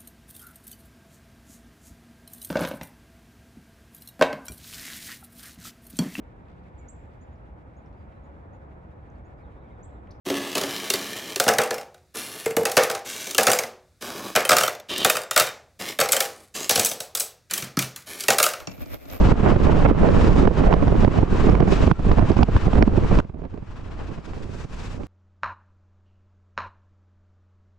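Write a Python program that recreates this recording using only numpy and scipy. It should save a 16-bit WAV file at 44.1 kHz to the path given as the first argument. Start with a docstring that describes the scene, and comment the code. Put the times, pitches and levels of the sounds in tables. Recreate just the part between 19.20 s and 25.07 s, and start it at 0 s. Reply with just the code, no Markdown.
"""Wind buffets the two microphones of a scooter rider's camera, the right one harder, on a city street.
Right at the microphones the air flutters, tears and swells into gusts that thump, slap, crack and pop.
Behind it run tyre roar, road hiss, a thin whine and the single-cylinder engine, with one distant squeak.
A limiter ducks everything at the hardest gusts; at four seconds the volume is turned down at a stroke.
"""
import sys
import numpy as np
from scipy import signal
from scipy.fft import rfft, irfft
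from scipy.io import wavfile
from scipy.ndimage import uniform_filter1d, minimum_filter1d

SR = 44100
rng = np.random.default_rng(int(sys.argv[2]) if len(sys.argv) > 2 else 0)


def master(y):
    """Save y as 16-bit WAV."""
    cut = np.clip(np.atleast_2d(y).T, -1, 1)
    pcm = np.round(cut * 32767)  # scale
    wavfile.write(sys.argv[1], SR, pcm.astype(np.int16))


N = 258810
TIME = np.arange(N) / SR

# Air stream at the camera. Each row: time in seconds, large eddies in dB, small eddies in dB.
AIR_STREAM = [(0, -17, -17), (0.3, -19.5, -15.5), (0.55, -19.5, -16.5), (0.85, -22, -18), (1.2, -20, -14),
              (1.5, -18, -17.5), (1.75, -17, -20), (1.95, -25.5, -21), (2.28, -17, -17.5), (2.55, -22, -19),
              (2.8, -16.5, -24.5), (3.0, -17, -15), (3.2, -15.5, -21.5), (3.41, -24, -28.5),
              (3.6, -11, -16), (3.9, -16.5, -18.5), (4.5, -21.5, -26), (4.9, -18.5, -18), (5.3, -17.5, -17),
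              (5.55, -16.5, -23.5), (5.75, -16, -15.5)]
# Large eddies rolling past one by one. Each row: time in seconds, swell in dB.
EDDIES = [(0.07, 3), (0.38, 4), (0.64, 6), (0.832, 1.5), (1.02, 3), (1.1, 7), (1.29, 10.5), (1.43, -6),
          (1.48, 6), (1.54, 4), (1.83, 0), (2.03, 10.5), (2.12, 9), (2.28, -5), (2.43, 1), (2.531, -1.5),
          (2.67, 3), (2.729, 2.5), (2.9, -1), (3.029, 5), (3.12, 0.5), (3.23, 3), (3.361, 12), (3.47, 4.5),
          (3.58, -1), (3.678, 11.5), (3.96, 2.5), (4.1, 4), (4.509, 8), (4.82, 4), (5.12, 9)]
# Gaps where the air lets go. Each row: centre in seconds, length in seconds, level change in dB.
LULLS = [(0.168, 0.016, -4.5), (0.514, 0.033, -2), (1.342, 0.079, -9.5), (1.653, 0.025, -7.5),
         (1.741, 0.022, -4), (1.969, 0.054, -9.5), (2.178, .03, -9), (2.384, 0.024, -9),
         (2.438, 0.017, 0.5), (2.58, 0.059, -4), (2.764, 0.045, -6), (2.834, 0.054, -0.5),
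         (2.958, 0.031, -12.5), (3.075, 0.028, -14), (3.146, 0.033, -11.5), (3.262, 0.033, -8),
         (3.325, .03, -1), (3.41, 0.027, -9), (3.529, 0.033, -7), (3.674, 0.02, -14.5), (3.876, 0.052, -12),
         (4.3, .03, -2), (4.395, 0.029, -2), (4.462, 0.043, -10), (5.039, 0.026, -9.5), (5.475, .05, -3.5)]
# Spells of rasping air. Each row: centre in seconds, length in seconds, flutter lift in dB.
RASPS = [(0.266, 0.04, 12), (0.489, 0.05, 9.5), (0.659, 0.02, 17.5), (0.858, 0.03, 14.5),
         (1.505, 0.14, 9.5), (2.233, 0.077, -8), (3.557, 0.048, 4.5), (4.248, 0.037, 11.5)]
# Spectra of the wind on the microphones. Each row: frequency in Hz, relative level in dB.
SWAY_COLOUR = [(5, -2.5), (15, -26), (26, 0.5), (46, -6.5), (62, -10.5), (100, -26.5), (300, -90.5),
               (2000, -140)]
RUMBLE_COLOUR = [(30, -16.5), (41, -3), (52, -0.5), (68, -1), (100, -1.5), (130, -13.5), (170, -14.5),
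                 (300, -29), (1000, -75.5), (6000, -130)]
BUFFET_COLOUR = [(50, 1), (120, -1), (190, 1), (300, -4.5), (450, -7.5), (700, -26), (1200, -30),
                 (3000, -71.5), (8000, -100.5)]
FLUTTER_COLOUR = [(150, -10.5), (400, 4.5), (650, 5), (1000, -5.5), (1500, -11), (2500, -21.5), (5000, -49),
                  (8000, -57.5), (14000, -73)]
TEAR_COLOUR = [(120, -4.5), (350, -1.5), (700, -1.5), (1300, -10), (2200, -23), (4000, -35), (9000, -65.5)]
# The street from the saddle. Each row: time in seconds, road hiss in dB, tyre roar in dB.
STREET = [(0, -41, -28.5), (0.25, -44.5, -27.5), (0.55, -52.5, -31.5), (1.05, -38.5, -27.5),
          (1.7, -47.5, -32), (2.2, -41, -27.5), (2.42, -48, -31.5), (2.9, -44.5, -31), (3.5, -43, -30.5),
          (4.0, -42, -29), (4.15, -49.5, -38), (4.4, -47, -33.5), (4.55, -39, -27), (4.85, -37, -25),
          (5.3, -34, -27.5), (5.43, -31, -24.5), (5.48, -35.5, -26.5), (5.58, -30.5, -24.5),
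          (5.72, -27, -22), (5.77, -33, -25), (5.87, -32, -21)]
# Tyre swishes. Each row: centre in seconds, length in seconds, hiss lift in dB, roar lift in dB.
SWISHES = [(0.436, 0.12, 10, 1.5), (0.582, 0.13, 10.5, 3.5), (1.806, 0.021, 5, 1), (2.26, 0.036, 5, 0.5),
           (2.519, 0.099, 10.5, -0.5), (2.64, 0.35, 6.5, 2.5), (4.808, 0.061, 5, 8.5),
           (4.942, 0.048, 13, 12.5), (5.057, 0.023, 10, 4), (5.231, 0.021, 6.5, -3)]
# Spectra of tyres on concrete. Each row: frequency in Hz, relative level in dB.
ROAR_COLOUR = [(100, 10.5), (300, 5.5), (700, -3), (1050, 2), (1450, -4.5), (2100, -12.5), (2550, -14.5),
               (3000, -14), (5000, -42), (10000, -54.5)]
HISS_COLOUR = [(500, -9), (1500, 5), (2200, 1), (2550, 5), (2900, -0.5), (4000, -2), (5000, -2.5),
               (6000, -3.5), (7800, -6.5), (8300, -13.5), (10200, -19), (10700, -23.5), (12300, -26.5),
               (13500, -50)]
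# Road hiss shared by the microphones. Each row: frequency in Hz, likeness from 0 to 1.
HISS_LIKENESS = [(1000, 1), (2800, 0.2), (5000, 0.6), (9000, 0.5)]
# The hiss brightens beside overtaken cars. Each row: time in seconds, treble gain in dB.
HISS_TREBLE = [(4.9, -6.5), (5.4, -1.5), (5.7, -3.5), (5.87, 0)]
# The engine under the rider. Each row: time in seconds, firings per second, level in dB.
ENGINE = [(0, 22, -48), (2, 20, -47.5), (3.6, 24.6, -31), (4.4, 27.4, -25.5), (4.75, 23, -21),
          (5.2, 26.4, -23), (5.45, 40, -35), (5.65, 32.4, -16), (5.87, 28, -10)]
# Exhaust tones. Each row: multiple of the firing rate, relative level in dB.
EXHAUST = [(2, -4), (3, 12), (4, -14), (6, -9), (10, -9.5), (12, -16), (13, -8)]
# Gusts on the microphones. Each row: time in seconds, then thump, slap, crack and lead-in surge in dB.
GUSTS = [(0.088, -10.5, -38, -40.5, -4), (0.122, 2.5, -17, -46, 2), (0.652, -8, -14.5, -65, -2.5),
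         (0.712, -0.5, -22.5, -54, 0.5), (0.834, -15, -22, -53, 3), (0.889, -21, -18, -42, 3),
         (1.228, -2, -35, -56, -2), (1.254, -6, -13.5, -38, 4.5), (1.276, 1, -12, -34, 3),
         (1.309, -1, -40, -58, -2.5), (1.528, -11.5, -13.5, -43, 2), (1.54, -1.5, -13, -29.5, -6.5),
         (1.627, -6.5, -23.5, -58, -4), (1.681, -11, -24, -41, 0.5), (1.722, -7, -30, -68, -3.5),
         (1.848, -6, -16.5, -36, 6), (1.879, -2.5, -19.5, -58, -0.5), (1.989, -5, -22, -55, 8.5),
         (2.031, 2, -19.5, -54, 5), (2.125, -6.5, -46, -64, -2), (2.27, -6.5, -25, -46, 0),
         (2.297, -8, -26, -38, 5), (2.332, -4, -24, -54, -1.5), (2.353, -7, -16, -34, 6),
         (2.405, -5, -22, -37.5, 4.5), (2.427, -1, -19, -50, -1), (2.478, -8.5, -18, -57, 2.5),
         (2.527, -2.5, -20, -38, -0.5), (2.638, -7.5, -38, -58, 2.5), (2.677, -1.5, -18.5, -45, -3.5),
         (2.716, 4.5, -8.5, -22.5, 3.5), (2.795, -9, -18, -52, 4), (2.867, -10, -34, -56, 3.5),
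         (2.917, -13, -15.5, -34, 8), (2.932, -8, -43, -60, -2), (2.994, -10, -14.5, -35, 3.5),
         (3.026, -4.5, -20, -57, -1.5), (3.104, -3, -26.5, -55, -1), (3.118, -6.5, -21, -37, -3.5),
         (3.169, -4, -19, -43, -3), (3.192, -3.5, -21, -58, -7.5), (3.21, -2.5, -19, -59, -5),
         (3.232, 0.5, -8, -18.5, 9), (3.287, -2.5, -21, -56, 3.5), (3.366, -13, -13.5, -36, 5),
         (3.468, -4, -31, -57, 1.5), (3.48, -5, -21, -57, -0.5), (3.534, -11.5, -16.5, -54, -0.5),
         (3.555, -13, -24, -50, -2), (3.59, 0, -17, -47, 0), (3.626, 4, -8, -24, 6.5),
         (3.678, 3, -19.5, -36, -5.5), (3.78, 3.5, -21, -52, -1.5), (3.848, -6.5, -22.5, -48, 9),
         (3.916, -8.5, -25, -53, -2.5), (3.927, -5, -25, -50, 3.5), (3.989, -4, -20, -32.5, 2.5),
         (4.049, -1.5, -23.5, -47, -1), (4.098, -2, -20, -66, -8), (4.144, -4, -26, -48, -4.5),
         (4.16, -8, -30, -60, 2), (4.192, -7.5, -39, -60, 3), (4.22, -6.5, -22, -56, -5.5),
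         (4.231, -10, -31, -49, -1), (4.241, -7, -22, -40, 2), (4.253, -5, -32, -39, 2),
         (4.262, -9, -27, -47, 2), (4.342, -6.5, -27, -41, 2), (4.377, -11, -23, -40, 5),
         (4.426, -8, -32, -55, 0), (4.793, -27, -19, -50, 0), (4.891, -6, -36, -54, -7),
         (4.916, -6, -28, -46, 11), (4.986, -3, -16, -43, 9), (5.08, -12, -23, -54, -0.5),
         (5.135, -13, -13, -37, -1), (5.172, -6, -35, -53, 0), (5.255, -14, -38, -52, 1),
         (5.294, -6, -38, -52, 0), (5.349, -5, -35, -52, -0.5), (5.449, 0.5, -17, -44, -3.5),
         (5.745, -2, -27, -44, -4), (5.808, -7, -13, -43, 12), (5.835, 2.5, -15, -24, 1)]
# Spectra of a gust's three parts. Each row: frequency in Hz, relative level in dB.
THUMP_COLOUR = [(20, 0.5), (80, 3), (180, 1), (350, -5), (650, -16), (1200, -35.5), (4000, -87),
                (12000, -120)]
SLAP_COLOUR = [(200, -47.5), (550, 1), (1000, -0.5), (1500, -13), (2400, -20), (4000, -39.5), (9000, -72.5),
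               (13000, -95.5)]
CRACK_COLOUR = [(800, -25), (2400, 2.5), (3500, -3.5), (4900, -7.5), (7200, -26.5), (9000, -39.5),
                (12000, -41), (16000, -52)]
# Microphone pops. Each row: start in seconds, snap level in dB, snap pitch in Hz, thud level in dB.
POPS = [(1.2747, -6, 1450, -1), (2.7138, 9.5, 1105, 11.5), (3.2289, -0.5, 1190, 3.5),
        (3.6259, 3.5, 1700, -0.5), (4.0008, -9, 1180, -9)]
# How the left microphone trails the right. Each row: frequency in Hz, share of the full phase lag.
LEFT_LAG = [(200, 0), (520, 1), (2200, .9), (4500, 0)]


def amp(db):
    """Decibels to gain."""
    return 10 ** (np.asarray(db) / 20)


def sides(left_db, right_db):
    """Gains of the left and right microphone."""
    return amp([[left_db], [right_db]])


def unit(x):
    """Scales each channel to an rms of one."""
    return x / np.sqrt(np.mean(x ** 2, axis=-1, keepdims=True) + 1e-20)


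def curves(rows):
    """The columns of a table, joined by straight lines in time."""
    s, *columns = np.transpose(rows)
    return [np.interp(TIME, s, column) for column in columns]


def arch(s, length_s):
    """A smooth rise and fall of height one around a moment."""
    return np.exp(-(2 * (TIME - s) / length_s) ** 2)


def spectrum(points, hz):
    """Points joined by straight lines over log frequency."""
    f, value = np.transpose(points)
    return np.interp(np.log(hz + 1), np.log(f), value)


def coloured(x, colour):
    """Gives a sound a spectrum, at an rms of one."""
    size = x.shape[-1]
    gain = amp(spectrum(colour, np.fft.rfftfreq(size, 1 / SR)))
    return unit(irfft(rfft(x) * gain, size))


def noise_pair(likeness, size=N):
    """White noise at two microphones, partly shared; likeness may vary with frequency."""
    left, other = rfft(rng.standard_normal((2, size)))
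    right = likeness * left + np.sqrt(1 - likeness ** 2) * other
    return irfft(np.array([left, right]), size)


def wander(rate_hz):
    """A random drift of rms one, fading out above the rate."""
    hz = np.fft.rfftfreq(N, 1 / SR)
    return unit(irfft(rfft(rng.standard_normal(N)) * np.exp(-(hz / rate_hz) ** 2), N))


def steadied(x, span_s):
    """Evens out swells longer than the span and keeps the quick ones."""
    size = int(span_s * SR)
    power = uniform_filter1d(uniform_filter1d(np.mean(x ** 2, axis=0), size), size)
    return x / np.sqrt(abs(power) + 1e-9)


def add(mix, s, sound):
    """Mixes a stereo sound in at a time."""
    part = mix[:, max(round(s * SR), 0):][:, :sound.shape[1]]
    part += sound[:, :part.shape[1]]


def rumble(level_db):
    """Large eddies wash over both microphones alike: a deep sway and the rumble on it."""
    sway = steadied(coloured(noise_pair(0.9), SWAY_COLOUR), span_s=0.07) * amp(-0.05)
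    roll = steadied(coloured(noise_pair(0.93), RUMBLE_COLOUR), span_s=0.016) * amp(-2)
    return (sway + roll) * amp(level_db) * sides(-0.33, 1)


def tears(spurts, base_per_s=170, spread_db=4):
    """The air tears in sharp flicks of uneven size, thickest where the small eddies spurt."""
    chance = amp(3 * spurts) * base_per_s / SR
    strength = amp(spread_db * np.minimum(rng.exponential(1, N), 2.5))
    polarity = rng.choice([-1, 1], N)
    flicks = strength * polarity * (rng.random(N) < chance)
    return coloured(flicks, TEAR_COLOUR) * amp(-11.5) * sides(-5.5, 0)


def small_eddies(large, buffet_depth_db=3.0, flutter_depth_db=2.5):
    """Small eddies spurt on the pressure crests of the large ones; each microphone mostly meets its own."""
    pressure = unit(steadied(large, span_s=0.018)[1])
    spurts = np.minimum(unit(0.76 * pressure + wander(rate_hz=95)), 2.2)
    buffet = coloured(noise_pair(0.28) * amp(buffet_depth_db * spurts), BUFFET_COLOUR)
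    buffet = steadied(buffet, span_s=0.046) * sides(-4, 2.7)
    flutter = coloured(noise_pair(0.32) * amp(flutter_depth_db * spurts), FLUTTER_COLOUR)
    flutter = steadied(flutter, span_s=0.05) * sides(-6.5, -0.41)
    rasp_db = sum(db * arch(s, length_s) for s, length_s, db in RASPS)
    return buffet + flutter * amp(rasp_db - 9) + tears(spurts)


def surge(rise_s=0.03, fall_s=0.014, wake_lag_s=0.033, wake_share=0.29):
    """Decibels by which the air stream swells into a gust and slackens in its wake."""
    surge_db = np.zeros(N)
    for s, *_, db in GUSTS:
        swell = np.exp(-np.maximum((s - TIME) / rise_s, (TIME - s) / fall_s) ** 2)
        wake = wake_share * arch(s + wake_lag_s, length_s=0.022)
        surge_db += db * (swell - wake)
    return surge_db


def wind(large_lag_s=0.006):
    """The air stream right on the microphones: large and small eddies that surge and drop into lulls."""
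    large_db, small_db = curves(AIR_STREAM)
    surge_db = surge()
    late_surge_db = np.interp(TIME - large_lag_s, TIME, surge_db)
    lull_db = sum(db * arch(s, length_s) for s, length_s, db in LULLS)
    swell_db = sum(db * arch(s, length_s=0.031) for s, db in EDDIES)
    large = rumble(large_db + swell_db + lull_db + 0.72 * late_surge_db)
    return large + small_eddies(large) * amp(small_db + surge_db + 0.58 * lull_db)


def whine(pitch_hz=3870, half_width_hz=20):
    """A thin whine wavers above the road hiss: a narrow band of noise that recedes near the end."""
    hz = np.fft.rfftfreq(N, 1 / SR)
    band = 1 / (1 + ((hz - pitch_hz) / half_width_hz) ** 2)
    against_hiss_db = np.interp(TIME, [3.8, 4.6], [-20, -27])
    return unit(irfft(rfft(noise_pair(0.43)) * band, N)) * amp(against_hiss_db)


def street(flicker_db=2.0, treble_hz=4600):
    """Tyres roar and hiss on the concrete below the camera, with a few brief swishes."""
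    hiss_db, roar_db = curves(STREET)
    for s, length_s, hiss_lift_db, roar_lift_db in SWISHES:
        swish = arch(s, length_s)
        hiss_db += hiss_lift_db * swish
        roar_db += roar_lift_db * swish
    hz = np.fft.rfftfreq(N, 1 / SR)
    flicker = flicker_db * wander(rate_hz=29)
    roar = coloured(noise_pair(0.68), ROAR_COLOUR) * sides(2.26, -2.1)
    hiss = coloured(noise_pair(spectrum(HISS_LIKENESS, hz)), HISS_COLOUR) * sides(2.75, 0.31)
    high_pass = 1 - 1 / (1 + (hz / treble_hz) ** 6)
    treble = irfft(rfft(hiss) * high_pass, N)
    hiss += treble * (amp(curves(HISS_TREBLE)[0]) - 1)
    return roar * amp(roar_db + flicker) + (hiss + whine()) * amp(hiss_db + flicker)


def engine(waver=0.0273):
    """The low throb of a single cylinder close under the rider, never quite steady."""
    firing_hz, level_db = curves(ENGINE)
    firings = np.cumsum(firing_hz * (1 + waver * wander(rate_hz=10.15))) / SR
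    throb = sum(amp(db) * np.cos(2 * np.pi * (k * firings + rng.random())) for k, db in EXHAUST)
    return unit(throb) * amp(level_db) * sides(-3, -1)


def burst(colour, size, rise_s, fall_s, likeness):
    """A spurt of turbulence that peaks midway and breaks off, with the energy of 8 ms at unit level."""
    t = (np.arange(size) - size // 2) / SR
    shape = np.exp(-np.where(t < 0, -t / rise_s, t / fall_s))
    return coloured(noise_pair(likeness, size) * shape, colour) * np.sqrt(.008 * SR / size)


def gusts(size=4096, thump_lag_s=0.002193):
    """Each gust slaps and, when sharp, cracks, mostly on the windward right; its thump follows at once."""
    out = np.zeros((2, N))
    for s, thump_db, slap_db, crack_db, _ in GUSTS:
        thump = burst(THUMP_COLOUR, size, rise_s=0.0035, fall_s=0.0045, likeness=0.86)
        slap = burst(SLAP_COLOUR, size, rise_s=0.0023, fall_s=0.0016, likeness=0.72)
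        crack = burst(CRACK_COLOUR, size, rise_s=0.00048, fall_s=0.00087, likeness=0.93)
        start = s - size / 2 / SR
        add(out, start, slap * amp(slap_db) * sides(-14, 0))
        add(out, start, crack * amp(crack_db) * sides(-3.5, 0))
        add(out, start + thump_lag_s, thump * amp(thump_db) * sides(-10, -0.059))
    return out


def pops(snap_rise_cycles=0.51, thud_hz=160, thud_lag_s=0.002, thud_decay_s=0.0063):
    """The hardest gusts pop the right microphone: a snap of a cycle or two, then a low thud."""
    out = np.zeros((2, N))
    t = np.arange(2048) / SR
    for s, snap_db, snap_hz, thud_db in POPS:
        age = t * snap_hz / snap_rise_cycles
        snap = amp(snap_db) * age * np.exp(1 - age) * np.sin(2 * np.pi * snap_hz * t)
        thud = amp(thud_db) * np.exp(-t / thud_decay_s) * np.sin(2 * np.pi * thud_hz * t)
        add(out, s, snap[None])
        add(out, s + thud_lag_s, thud[None])
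    return out * sides(-21.5, 0)


def squeak(pitch_hz=1357):
    """One short, faint squeak far off in the traffic."""
    return amp(-31.5) * arch(2.766, length_s=0.04) * np.sin(2 * np.pi * pitch_hz * TIME)


def crossing(x, lag_rad):
    """The right microphone is reached first, so the left trails it through the middle range."""
    trail = lag_rad * spectrum(LEFT_LAG, np.fft.rfftfreq(N, 1 / SR))
    left = irfft(rfft(x[0]) * np.exp(-1j * trail), N)
    return np.array([left, x[1]])


def limiter(x, threshold_db=-8.0, recovery_db_per_s=105, hold_s=0.022, shift_s=0.0018, size=350):
    """A hard gust ducks both channels, starting just ahead of its front; the dip holds, then creeps back."""
    power = abs(uniform_filter1d(x ** 2, size)).max(axis=0)
    power_db = 10 * np.log10(power + 1e-12)
    hold = int(hold_s * SR)
    held_db = -minimum_filter1d(-power_db, hold, origin=(hold - 1) // 2)
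    recovery_db = recovery_db_per_s * TIME
    envelope_db = np.maximum.accumulate(held_db + recovery_db) - recovery_db
    duck_db = uniform_filter1d(np.maximum(envelope_db - threshold_db, 0), size // 3)
    return x / amp(np.interp(TIME - shift_s, TIME, duck_db))


def ceiling(x, size=45):
    """Holds each channel under full scale with a quick, smooth dip of its gain."""
    gain = minimum_filter1d((1 + x ** 8) ** (-1 / 8), size)
    return x * uniform_filter1d(uniform_filter1d(gain, size // 2), size // 2)


def scene():
    """From the rider's seat: wind up close, the street and the engine behind it."""
    air = crossing(wind() + gusts(), lag_rad=1.31) + pops()
    road = crossing(street(), lag_rad=0.073)
    return air + road + squeak() + engine()


def record(dry):
    """Gusts duck the sound, peaks soften, the volume drops suddenly at 4 s and the top treble is cut."""
    turn_down_s, turn_down_db, edge_hz = 4.0046, -18.5, 15700
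    limited = ceiling(limiter(dry))
    volume = np.interp(TIME, [turn_down_s - .0002, turn_down_s + .0002], [1, amp(turn_down_db)])
    low_pass = signal.firwin(511, edge_hz, window=("kaiser", 9), fs=SR)
    return signal.oaconvolve(limited * volume, low_pass[None], "same")


dry = scene()
out = record(dry)
master(out)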